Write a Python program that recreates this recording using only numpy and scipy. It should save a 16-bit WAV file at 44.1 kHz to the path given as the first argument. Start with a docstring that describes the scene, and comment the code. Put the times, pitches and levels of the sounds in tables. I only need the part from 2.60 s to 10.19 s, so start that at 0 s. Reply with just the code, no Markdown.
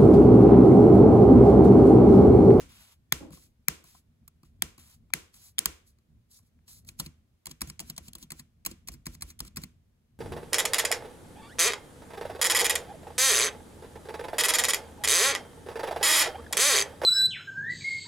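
"""A soft thud and the dying echo of a snap, then a thumb slides along a laptop's long key and snaps its clips home;
later a finger taps the key along its length. Blows are noisy micro-contacts through cap resonances, plus decaying
low modes of case and desk; sliding is grainy filtered noise, with groans of the case. Room echoes, low rumble and
hiss lie behind. Two close microphone ports hear it; the treble reaches the right one first."""
import sys
import numpy as np
from scipy import signal
from scipy.fft import rfft, irfft, next_fast_len
from scipy.io import wavfile

SR = 44100
rng = np.random.default_rng(int(sys.argv[2]) if len(sys.argv) > 2 else 0)


def int16_out(signal):
    """Quantize to a 16-bit WAV file."""
    q = np.round(np.clip(np.atleast_2d(signal).T, -1, 1) * 32767)
    wavfile.write(sys.argv[1], SR, q.astype(np.int16))


N = 334719

# All levels are nominal: per-layer gains follow in key(), slides() and scene().
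# clips snapping home: start_s, level_db; re level: top_db, body_db, knock_db, case_db, desk_db;
# contact_t60_s, body_ring_hz, knock_ring_hz
SNAPS = [(0.5231, -5.5, -12, -13.5, -24.5, -35, -41.5, 0.0072, 2170, 999),
         (1.0834, -6.5, -8, -19, -25, -37.5, -47, 0.0046, 2440, 1110),
         (2.0218, -10.5, -8, -16, -25, -36, -44, 0.0067, 3330, 1100),
         (2.5364, -7, -15, -15.5, -32, -38, -50, 0.0078, 2310, 1010),
         (2.9838, -19.5, -10.5, -7, -34.5, -40.5, -51, 0.0046, 3400, 1420),
         (2.9898, -9, -7.5, -25, -47.5, -45.5, -60, 0.0069, 3500, 1200),
         (3.0571, -7, -10.5, -22.5, -24, -37.5, -43.5, 0.0094, 3580, 1210)]
# taps. landing: start_s, level_db, top_db, t60_s; bottoming: start_s, level_db, top_db, t60_s, case_db, desk_db;
# springing back: start_s, level_db, top_db, t60_s, case_db; whole tap: body_ring_hz, knock_ring_hz
TAPS = [(4.389, -51, -8, .03, 4.3975, -23, -5.5, 0.024, -20, -24, 4.46, -35.5, -12, 0.03, -13.5, 2750, 1090),
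        (4.8563, -35, -5, 0.011, 4.8673, -30.5, -9, 0.018, -21.5, -24, 4.9112, -34.5, -13, .024, -16.5, 2740, 1030),
        (5.0075, -34.5, -9, .014, 5.0155, -22.5, -7, .018, -20.5, -19, 5.0981, -31.5, -16, 0.02, -18, 2110, 1100),
        (5.1927, -29.5, -15, .011, 5.2003, -29.5, -7.5, 0.032, -20.5, -23, 5.2981, -30, -5, .024, -15.5, 3510, 736),
        (5.3626, -42, -13, .036, 5.3775, -30.5, -7, 0.023, -25.5, -23, 5.4808, -38, -10, .028, -16, 3450, 690),
        (5.5319, -41, -5.5, .008, 5.5511, -36, -4.5, .022, -21, -19, 5.6257, -37.5, -9.5, .046, -13.5, 3500, 1010),
        (5.7036, -33, -12, .02, 5.7179, -33, -5.5, .022, -17, -19, 5.7932, -37, -10, .04, -14, 1900, 1060),
        (6.0497, -32, -8, 0.019, 6.0607, -23, -4, 0.025, -19, -25.5, 6.112, -38, -15.5, 0.037, -7.5, 2430, 1090),
        (6.2731, -40, -3.5, .044, 6.2837, -31, -6, 0.023, -15, -15.5, 6.3374, -43.5, -9, .042, -5, 2560, 766),
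        (6.456, -38.5, -6, .026, 6.4654, -27, -11, .019, -17.5, -17, 6.5487, -42, -12, .019, -18, 1900, 1060),
        (6.6083, -41.5, -7, .027, 6.621, -30, -2.5, 0.028, -22, -11.5, 6.7006, -39.5, -10, 0.056, -16, 2180, 1100),
        (6.7902, -42, -3, 0.022, 6.8026, -27.5, -5, 0.014, -20.5, -17.5, 6.8772, -43, -20, .022, -11, 3700, 1330),
        (6.9595, -38.5, -4.5, .03, 6.9686, -26, -10.5, .027, -12.5, -22.5, 7.0352, -32, -9, .021, -15, 2310, 1220)]
# small ticks of the loose cap: start_s, level_db; re level: top_db, knock_db, case_db; knock_ring_hz
TICKS = [(0.7046, -56.5, -4, -4, 6.5, 1070), (0.7303, -54.5, -11, -4, -4, 1080),
         (0.771, -51.5, -13, -8, -14.5, 1100), (1.2394, -52.5, -3.5, -9.5, -9, 1103),
         (1.3471, -58, -18, 1.5, -9, 940), (1.6773, -48.5, 1, -13.5, -23, 1340),
         (1.831, -56.5, -9, -5.5, -1.5, 1063), (2.1786, -48, -8.5, -12, -7.5, 1070),
         (2.7409, -51.5, -13, -24.5, -15.5, 1350), (3.7879, -58, -7, -15, -20, 1100),
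         (4.0786, -47.5, -12.5, -23, -16, 778), (4.2474, -59, -5.5, -24, -11, 700),
         (3.385, -64.5, -12.5, -17.5, -10, 1100), (4.2875, -34, -13, -30, -24.5, 1120),
         (4.8936, -49, -9, -21, -30, 1280), (5.0722, -42.5, -10, -24, -8, 651),
         (5.5822, -52, -1, -19.5, -19, 950), (6.3178, -51, -4, -22, -12, 950),
         (6.8488, -45, -11, -16.5, -9, 1297), (7.016, -47, -14, -28, -7, 939)]
# the cap shifts softly under the thumb: start_s, level_db
NUDGES = [(2.503, -52), (3.989, -65)]
# thumb slides along the cap: start_s, end_s, hiss_start_db, hiss_end_db, body_db (re hiss)
SLIDES = [(0.094, 0.325, -65.5, -65, 2.5), (0.727, 0.869, -59, -69.5, -4), (1.252, 1.386, -63.5, -66, -4),
          (1.848, 1.89, -75, -80.5, 0), (2.194, 2.346, -64.5, -64.5, -3), (2.74, 2.887, -64.5, -61, -8),
          (3.27, 3.3, -65.5, -70, -14.5), (3.714, 3.773, -63, -58, -16), (3.83, 3.878, -82, -82, -6),
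          (4.086, 4.189, -55.5, -63, -12), (4.269, 4.283, -67, -55, -14), (4.389, 4.39, -58.5, -46, -11)]
# the case flexes under the hand: peak_s, level_db, t60_s
FLEXES = [(0.0, -52.5, .45), (0.61, -40.5, 0.51), (1.2, -61.5, .3)]
# a hand shifts its weight, the desk swings: start_s, level_db
THUDS = [(0.01, -51), (1.64, -63), (1.84, -53), (3.62, -62), (4.06, -61)]
# hands leaning on case and desk: time_s, level_db
RUMBLE_LEVEL = [(0.0, -55.5), (0.15, -63), (0.35, -69.5), (0.63, -58.5), (0.85, -67.5), (1.4, -71),
                (2.07, -62), (2.5, -62.5), (2.8, -66), (3.8, -68), (4.46, -58), (4.8, -69.5), (5.18, -61.5),
                (5.9, -66), (6.25, -60), (6.9, -60), (7.25, -65), (7.59, -71)]

# cap resonances, four ranges: freq_hz, width_hz, level_db
CAP_KNOCK = [(682, 72, -8.5), (1032, 170, -1.5), (1356, 250, -4)]
CAP_BODY = [(2120, 730, 3), (2780, 340, 0), (3340, 450, -0.5)]
CAP_EDGE = [(4260, 420, -2), (5320, 710, -1), (5920, 790, -2), (8000, 2200, 1.5)]
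CAP_TOP = [(8820, 1200, -3.5), (10680, 1400, -2.5), (12050, 3670, -1), (13500, 1700, -6),
           (15200, 2700, -8.5)]
# case resonances when flexing: freq_hz, width_hz (of each of two passes), level_db
GROAN_MODES = [(193, 160, -2.5), (277.4, 96, 0.5), (470, 183, -9), (746, 140, -17)]
# modes of case and desk: freq_hz, level_db, t60_s
CASE = [(136, 1.5, 0.091), (155.2, 2.5, .15), (192.3, 0.5, 0.12), (243, -6, .16), (333.2, -5, 0.11),
        (368, -13, 0.06), (515, -14.5, 0.04)]
DESK = [(45, -1, .25), (59.34, 4, .25), (78.5, -3, 0.5)]
# room echoes by octave: centre_hz, level_db, t60_s
ROOM = [(323.4, -30, 0.4), (690, -36, 0.31), (1330, -29.5, 0.36), (2593, -28, 0.38), (6050, -24.5, 0.31),
        (10200, -31, .3)]
# noise spectra: freq_hz, density_db (per Hz)
SLIDE_TONE = [(2500, -34.5), (4000, -7), (6000, -6.5), (8500, -2.5), (10500, -2), (13000, -6), (15800, -10),
              (16300, -48)]
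RUMBLE_TONE = [(15, -50.5), (25, -13), (81, -2), (157, -9.5), (200, -13), (239, -9.5), (279, -22),
               (321, -26), (522, -38), (700, -36), (910, -63.5), (1540, -120)]
HISS_TONE = [(180, -34.5), (300, -6.5), (730, -18), (3000, -22.5), (8000, -27.5), (12000, -27.5),
             (15800, -30.5), (16800, -46.5)]
# phase of the left port ahead, lag left out: freq_hz, phase_rad
LEFT_TURN = [(0, 0), (900, 1.9), (1800, 4.2), (2350, 4.4), (2750, 6.6), (3450, 9.3), (4130, 10.5),
             (4820, 11.3), (5850, 10.3), (6500, 9.87), (22050, 9.87)]
# left minus right: freq_hz, gain_db
LEFT_GAIN = [(60, -1.0), (150, -1.5), (380, 2.5), (950, 6.5), (2380, 5), (5980, 1), (15000, -2)]

# tap contacts: body_db, knock_db, tail_db (re level)
LANDING, BOTTOM, RETURN = (-16, -29.5, 0.55), (-18.5, -18.5, 0.1), (-19, -26, -3)
LANDING_THUMP_DB, RETURN_DESK_DB = -30, -28   # re level
TICK_BODY_DB, TICK_TAIL_DB, TICK_DESK_DB = -18.5, -3, -6   # re level; desk re case
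TICK_T60_S, TICK_BODY_HZ = 0.02, 2480
SNAP_TAIL_DB, EARLIER_SNAP_DB = -4, -25   # re level; echo of an earlier snap
SLIDE_ATTACK_S, SLIDE_RELEASE_S, BODY_SAG_DB = 0.027, 0.062, 3.5
SLIDE_KNOCK_DB = 4   # the cap's low rings answer the skin most
FADE_DB = 35   # depth of each stroke's fades
# held key: the fingertip rubs louder as it lifts
RUB_DB, RUB_RISE_DB, RUB_AFTER_S, RUB_BODY_DB = -57, 15.5, 0.028, -7.5
# held key: case groan on bottoming (re its level), then a steady part
TAP_GROAN_DB, TAP_GROAN_T60_S, HELD_GROAN_DB, GROAN_ATTACK_S = -23.5, 0.1, -66, 0.012
SPREAD_HZ, SPREAD_DB = 6200, -1.5   # friction radiated unlike at each port
HISS_DB = -77
LEFT_LAG_S = 10 / SR
CUTOFF_HZ = 17000


def from_db(db):
    """Gain of a level in dB."""
    return 10 ** (np.asarray(db) / 20)


def rms_one(x):
    """Scale to rms 1."""
    return x / np.sqrt(np.mean(x ** 2) + 1e-20)


def at_hz(points, hz):
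    """Interpolate a table on a log-frequency axis."""
    table_hz, values = np.transpose(points)
    return np.interp(np.log(hz + 1), np.log(table_hz), values)


def drift(rate_hz):
    """Slow random wander, rms 1: white noise through a double low-pass pole."""
    r = np.exp(-2 * np.pi * rate_hz / SR)
    noise = rng.standard_normal(N + SR)
    return rms_one(signal.lfilter([1], [1, -2 * r, r * r], noise)[SR:])


def coloured(spectrum, channels=1):
    """Steady noise of a given spectrum, rms 1."""
    size = next_fast_len(N)
    hz = np.arange(size // 2 + 1) * SR / size
    bins = rfft(rng.standard_normal((channels, size)))
    return rms_one(irfft(bins * from_db(at_hz(spectrum, hz)), size)[:, :N])


def resonate(x, hz, width_hz):
    """Two-pole resonance, peak gain about 1."""
    r = np.exp(-np.pi * width_hz / SR)
    zeros = (1 - r * r) / 2 * np.array([1, 0, -1])
    return signal.lfilter(zeros, [1, -2 * r * np.cos(2 * np.pi * hz / SR), r * r], x)


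def add(out, start_s, x):
    """Mix x into out from start_s."""
    i = round(start_s * SR)
    out[i:i + len(x)] += x[:N - i]


def contacts():
    """Spell out every blow for key(): hard snaps, and soft contacts of ticks and taps."""
    snaps = [(*row[:8], SNAP_TAIL_DB, *row[8:]) for row in SNAPS]
    soft = []
    for s, db, top, knock, case, knock_hz in TICKS:
        soft.append((s, db, top, TICK_BODY_DB, knock, case, case + TICK_DESK_DB,
                     TICK_T60_S, TICK_TAIL_DB, TICK_BODY_HZ, knock_hz))
    for tap in TAPS:
        rings_hz = tap[15:]
        phases = [(tap[:4], LANDING, LANDING_THUMP_DB, LANDING_THUMP_DB),
                  (tap[4:8], BOTTOM, tap[8], tap[9]),
                  (tap[10:14], RETURN, tap[14], RETURN_DESK_DB)]
        for (s, db, top, t60), (body, knock, tail), case, desk in phases:
            soft.append((s, db, top, body, knock, case, desk, t60, tail, *rings_hz))
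    return snaps, soft


def key(blows, rise_s, edge_db, top_db, body_db, knock_db, case_db, desk_db, wet_db):
    """Blows on the key: cap rattle, ring in opposition at the ports, low thump, impulses for the room."""
    cap, aside, low, shock = np.zeros((4, N))
    for s, db, top_rel, body_rel, knock_rel, case_rel, desk_rel, t60, tail_rel, body_hz, knock_hz in blows:
        t60 = max(t60, 0.004)
        edge = rattle(CAP_EDGE, t60, rise_s, spread_db=2.0)
        add(cap, s, from_db(db + edge_db) * edge)
        top = rattle(CAP_TOP, t60, rise_s, spread_db=2.5)
        add(cap, s, from_db(db + top_rel + top_db) * top)
        for out in cap, aside:
            body = rattle(CAP_BODY, 1.5 * t60, rise_s, spread_db=3.5, favoured_hz=body_hz)
            add(out, s, from_db(db + body_rel + body_db) * body)
            knock = rattle(CAP_KNOCK, 1.8 * t60, rise_s, spread_db=2.0, favoured_hz=knock_hz)
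            add(out, s, from_db(db + knock_rel + knock_db) * knock)
        case_level_db = db + case_rel + case_db
        add(low, s, from_db(case_level_db) * thump(CASE, swell_s=0.0029, spread_db=3.5))
        add(aside, s, from_db(case_level_db - 5.5) * thump(CASE, swell_s=0.005, spread_db=3.5))
        add(low, s, from_db(db + desk_rel + desk_db) * thump(DESK, swell_s=0.017, spread_db=2.0))
        add(shock, s, from_db([db + tail_rel + wet_db]))
    return np.array([cap, aside, low, shock])


def rattle(modes, t60_s, rise_s, spread_db, favoured_hz=None):
    """Decaying uneven micro-contacts through cap resonances; energy of a unit burst of 1 ms."""
    t = np.arange(SR // 20) / SR
    hits = rng.laplace(size=len(t)) * (1 - np.exp(-t / rise_s)) * from_db(-60 * t / t60_s)
    hits[round(2 * rise_s * SR)] += 4.0   # first full contact
    # strengths vary at random per burst, and weaken away from the favoured pitch
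    strengths_db = rng.normal(0, spread_db, len(modes))
    if favoured_hz:
        octaves_off = np.abs(np.log2(np.array(modes)[:, 0] / favoured_hz))
        strengths_db -= 13.0 * octaves_off
    x = 0
    for k, (hz, width_hz, db) in enumerate(modes):
        ring = rms_one(resonate(hits, hz, width_hz))
        x = x + (-1) ** k * from_db(db + strengths_db[k]) * ring
    return rms_one(x) / np.sqrt(50)   # 50 ms buffer


def thump(modes, swell_s, spread_db):
    """A push builds up in a heavy body and rings its low modes as decaying sines."""
    length_s = min(max(np.array(modes)[:, 2]), 0.5)
    t = np.arange(round(length_s * SR)) / SR
    strengths_db = rng.normal(0, spread_db, len(modes))
    phases_rad = rng.uniform(0, 2 * np.pi, len(modes))
    x = 0
    for k, (hz, db, t60) in enumerate(modes):
        x = x + from_db(db + strengths_db[k] - 60 * t / t60) * np.sin(2 * np.pi * hz * t + phases_rad[k])
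    return x * (1 - np.exp(-(t / swell_s) ** 2))


def slides():
    """Grainy skin friction: bright hiss, duller noise through the cap, lumpy groan through the case."""
    hiss_gain, body_gain, groan_gain = friction()
    white = rng.standard_normal(N)
    cap_modes = [*np.add(CAP_KNOCK, [0, 0, SLIDE_KNOCK_DB]), *CAP_BODY]
    # three times as wide as in a blow
    cap = rms_one(sum(from_db(db) * resonate(white, hz, 3.0 * w) for hz, w, db in cap_modes))
    case = rms_one(sum(from_db(db) * resonate(resonate(white, hz, w), hz, w) for hz, w, db in GROAN_MODES))
    grain = from_db(1.2 * drift(60) + 1.7 * drift(12))
    lumps = from_db(3.01 * drift(27))
    bright = from_db(3.0) * hiss_gain * coloured(SLIDE_TONE)[0]
    dull = from_db(-0.3) * body_gain * cap
    groan = from_db(-5.5) * groan_gain * lumps * case
    return grain * (bright + dull + groan)


def friction():
    """Gains of hiss, cap body and case groan from slides, held taps and flexing."""
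    hiss, body, groan = np.zeros((3, N))
    fades_s = SLIDE_ATTACK_S, SLIDE_RELEASE_S
    for start, end, start_db, end_db, body_db in SLIDES:
        add(hiss, *stroke(start, end, start_db, end_db, *fades_s))
        add(body, *stroke(start, end, start_db + body_db, end_db + body_db - BODY_SAG_DB, *fades_s))
    flexes = list(FLEXES)
    for bottom, db, back in np.array(TAPS)[:, [4, 5, 10]]:
        start = min(bottom + RUB_AFTER_S, back)
        quiet_db = RUB_DB - RUB_RISE_DB
        add(hiss, *stroke(start, back, quiet_db, RUB_DB, 0.01, 0.01))
        add(body, *stroke(start, back, quiet_db + RUB_BODY_DB, RUB_DB + RUB_BODY_DB, 0.01, 0.012))
        add(groan, *stroke(start, back, HELD_GROAN_DB, HELD_GROAN_DB, 0.01, 0.02))
        flexes.append((bottom + GROAN_ATTACK_S, db + TAP_GROAN_DB, TAP_GROAN_T60_S))
    for s, db, t60 in flexes:
        add(groan, *stroke(s, s, db, db, GROAN_ATTACK_S, t60 * FADE_DB / 60))
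    return hiss, body, groan


def stroke(start_s, end_s, start_db, end_db, attack_s, release_s):
    """Start time and gain of a gesture: fade in, straight run in dB, fade out."""
    first_s = max(start_s - attack_s, 0)
    t = np.arange(first_s, end_s + release_s, 1 / SR)
    corners_s = [start_s - attack_s, start_s, end_s, end_s + release_s]
    corners_db = [start_db - FADE_DB, start_db, end_db, end_db - FADE_DB]
    return first_s, from_db(np.interp(t, corners_s, corners_db))


def spread_slides():
    """Low-passed friction radiated by the whole cap, its noise independent at each port."""
    lowpass = signal.butter(4, SPREAD_HZ, fs=SR, output="sos")
    return from_db(SPREAD_DB) * signal.sosfilt(lowpass, [slides(), slides()])


def nudges():
    """Dull little knocks: rattles through the cap's lower resonances only."""
    out = np.zeros(N)
    for s, db in NUDGES:
        knock = rattle(CAP_KNOCK + CAP_BODY, 0.015, 0.00069, spread_db=6.5, favoured_hz=1100)
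        add(out, s, from_db(db - 2.5) * knock)
    return out


def thuds():
    """Shifting weight swings the desk's low modes."""
    out = np.zeros(N)
    for s, db in THUDS:
        add(out, s, from_db(db) * thump(DESK, swell_s=0.026, spread_db=4.0))
    return out


def ports(x):
    """Left and right port: treble lags at left; lower down phase turns ahead and level differs."""
    size = next_fast_len(N + 1000)
    hz = np.arange(size // 2 + 1) * SR / size
    turn_rad = np.interp(hz, *np.transpose(LEFT_TURN)) - 2 * np.pi * hz * LEFT_LAG_S
    half_gain = from_db(at_hz(np.add(LEFT_GAIN, [1, 0]), hz) / 2)
    responses = np.array([half_gain * np.exp(1j * turn_rad), 1 / half_gain])
    return irfft(rfft(x, size) * responses, size)[:, :N]


def room(shock, gap_s, rough_db):
    """Octave-band noise echoes, each with its decay, uneven at first: one near part, two diffuse."""
    t, tail = np.arange(SR) / SR, 0
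    for hz, db, t60 in ROOM:
        octave = signal.butter(2, [hz / np.sqrt(2), hz * np.sqrt(2)], "band", fs=SR, output="sos")
        noise = rms_one(signal.sosfilt(octave, rng.standard_normal((3, SR))))
        tail = tail + noise * from_db(db - 60 * t / t60)
    uneven = from_db(rough_db * drift(90)[:SR] * np.exp(-t / 0.012))
    onset = 1 - np.exp(-(t / gap_s) ** 2)
    return signal.fftconvolve(shock[None], tail * uneven * onset, axes=1)[:, :N]


def rumble():
    """Lumpy low noise, mostly shared by both ports."""
    mid, side = coloured(RUMBLE_TONE, channels=2)
    level_db = np.interp(np.arange(N) / SR, *np.transpose(RUMBLE_LEVEL))
    return from_db(level_db + 3.0 * drift(6)) * (mid + 0.25 * side * np.array([[1], [-1]]))


def hiss():
    """Steady coloured noise: one part common to the ports, two independent."""
    return from_db(HISS_DB) * coloured(HISS_TONE, channels=3)


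def scene():
    """Key, sliding skin, room, rumble and hiss at two ports."""
    hard, soft = contacts()
    snaps = key(hard, rise_s=0.00026, edge_db=-11.5, top_db=5.5, body_db=7.0, knock_db=4.0,
                case_db=1.5, desk_db=5.5, wet_db=-6.0)
    taps = key(soft, rise_s=0.0012, edge_db=-0.55, top_db=7.5, body_db=10.0, knock_db=6.5,
               case_db=0.24, desk_db=1.1, wet_db=-3.5)
    cap, aside, low, shock = snaps + taps
    add(shock, 0, from_db([EARLIER_SNAP_DB]))
    far = room(shock, gap_s=0.0017, rough_db=1.5) + hiss()
    near = cap + nudges() + slides() + low + thuds() + 0.27 * far[0]
    opposed = np.outer([0.4, -0.3], aside)
    return ports(near) + opposed + 0.69 * far[1:] + spread_slides() + rumble()


def record(dry):
    """Steep low-pass: the top is cut."""
    return signal.sosfilt(signal.cheby2(12, 70, CUTOFF_HZ, fs=SR, output="sos"), dry)


dry = scene()
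out = record(dry)
int16_out(out)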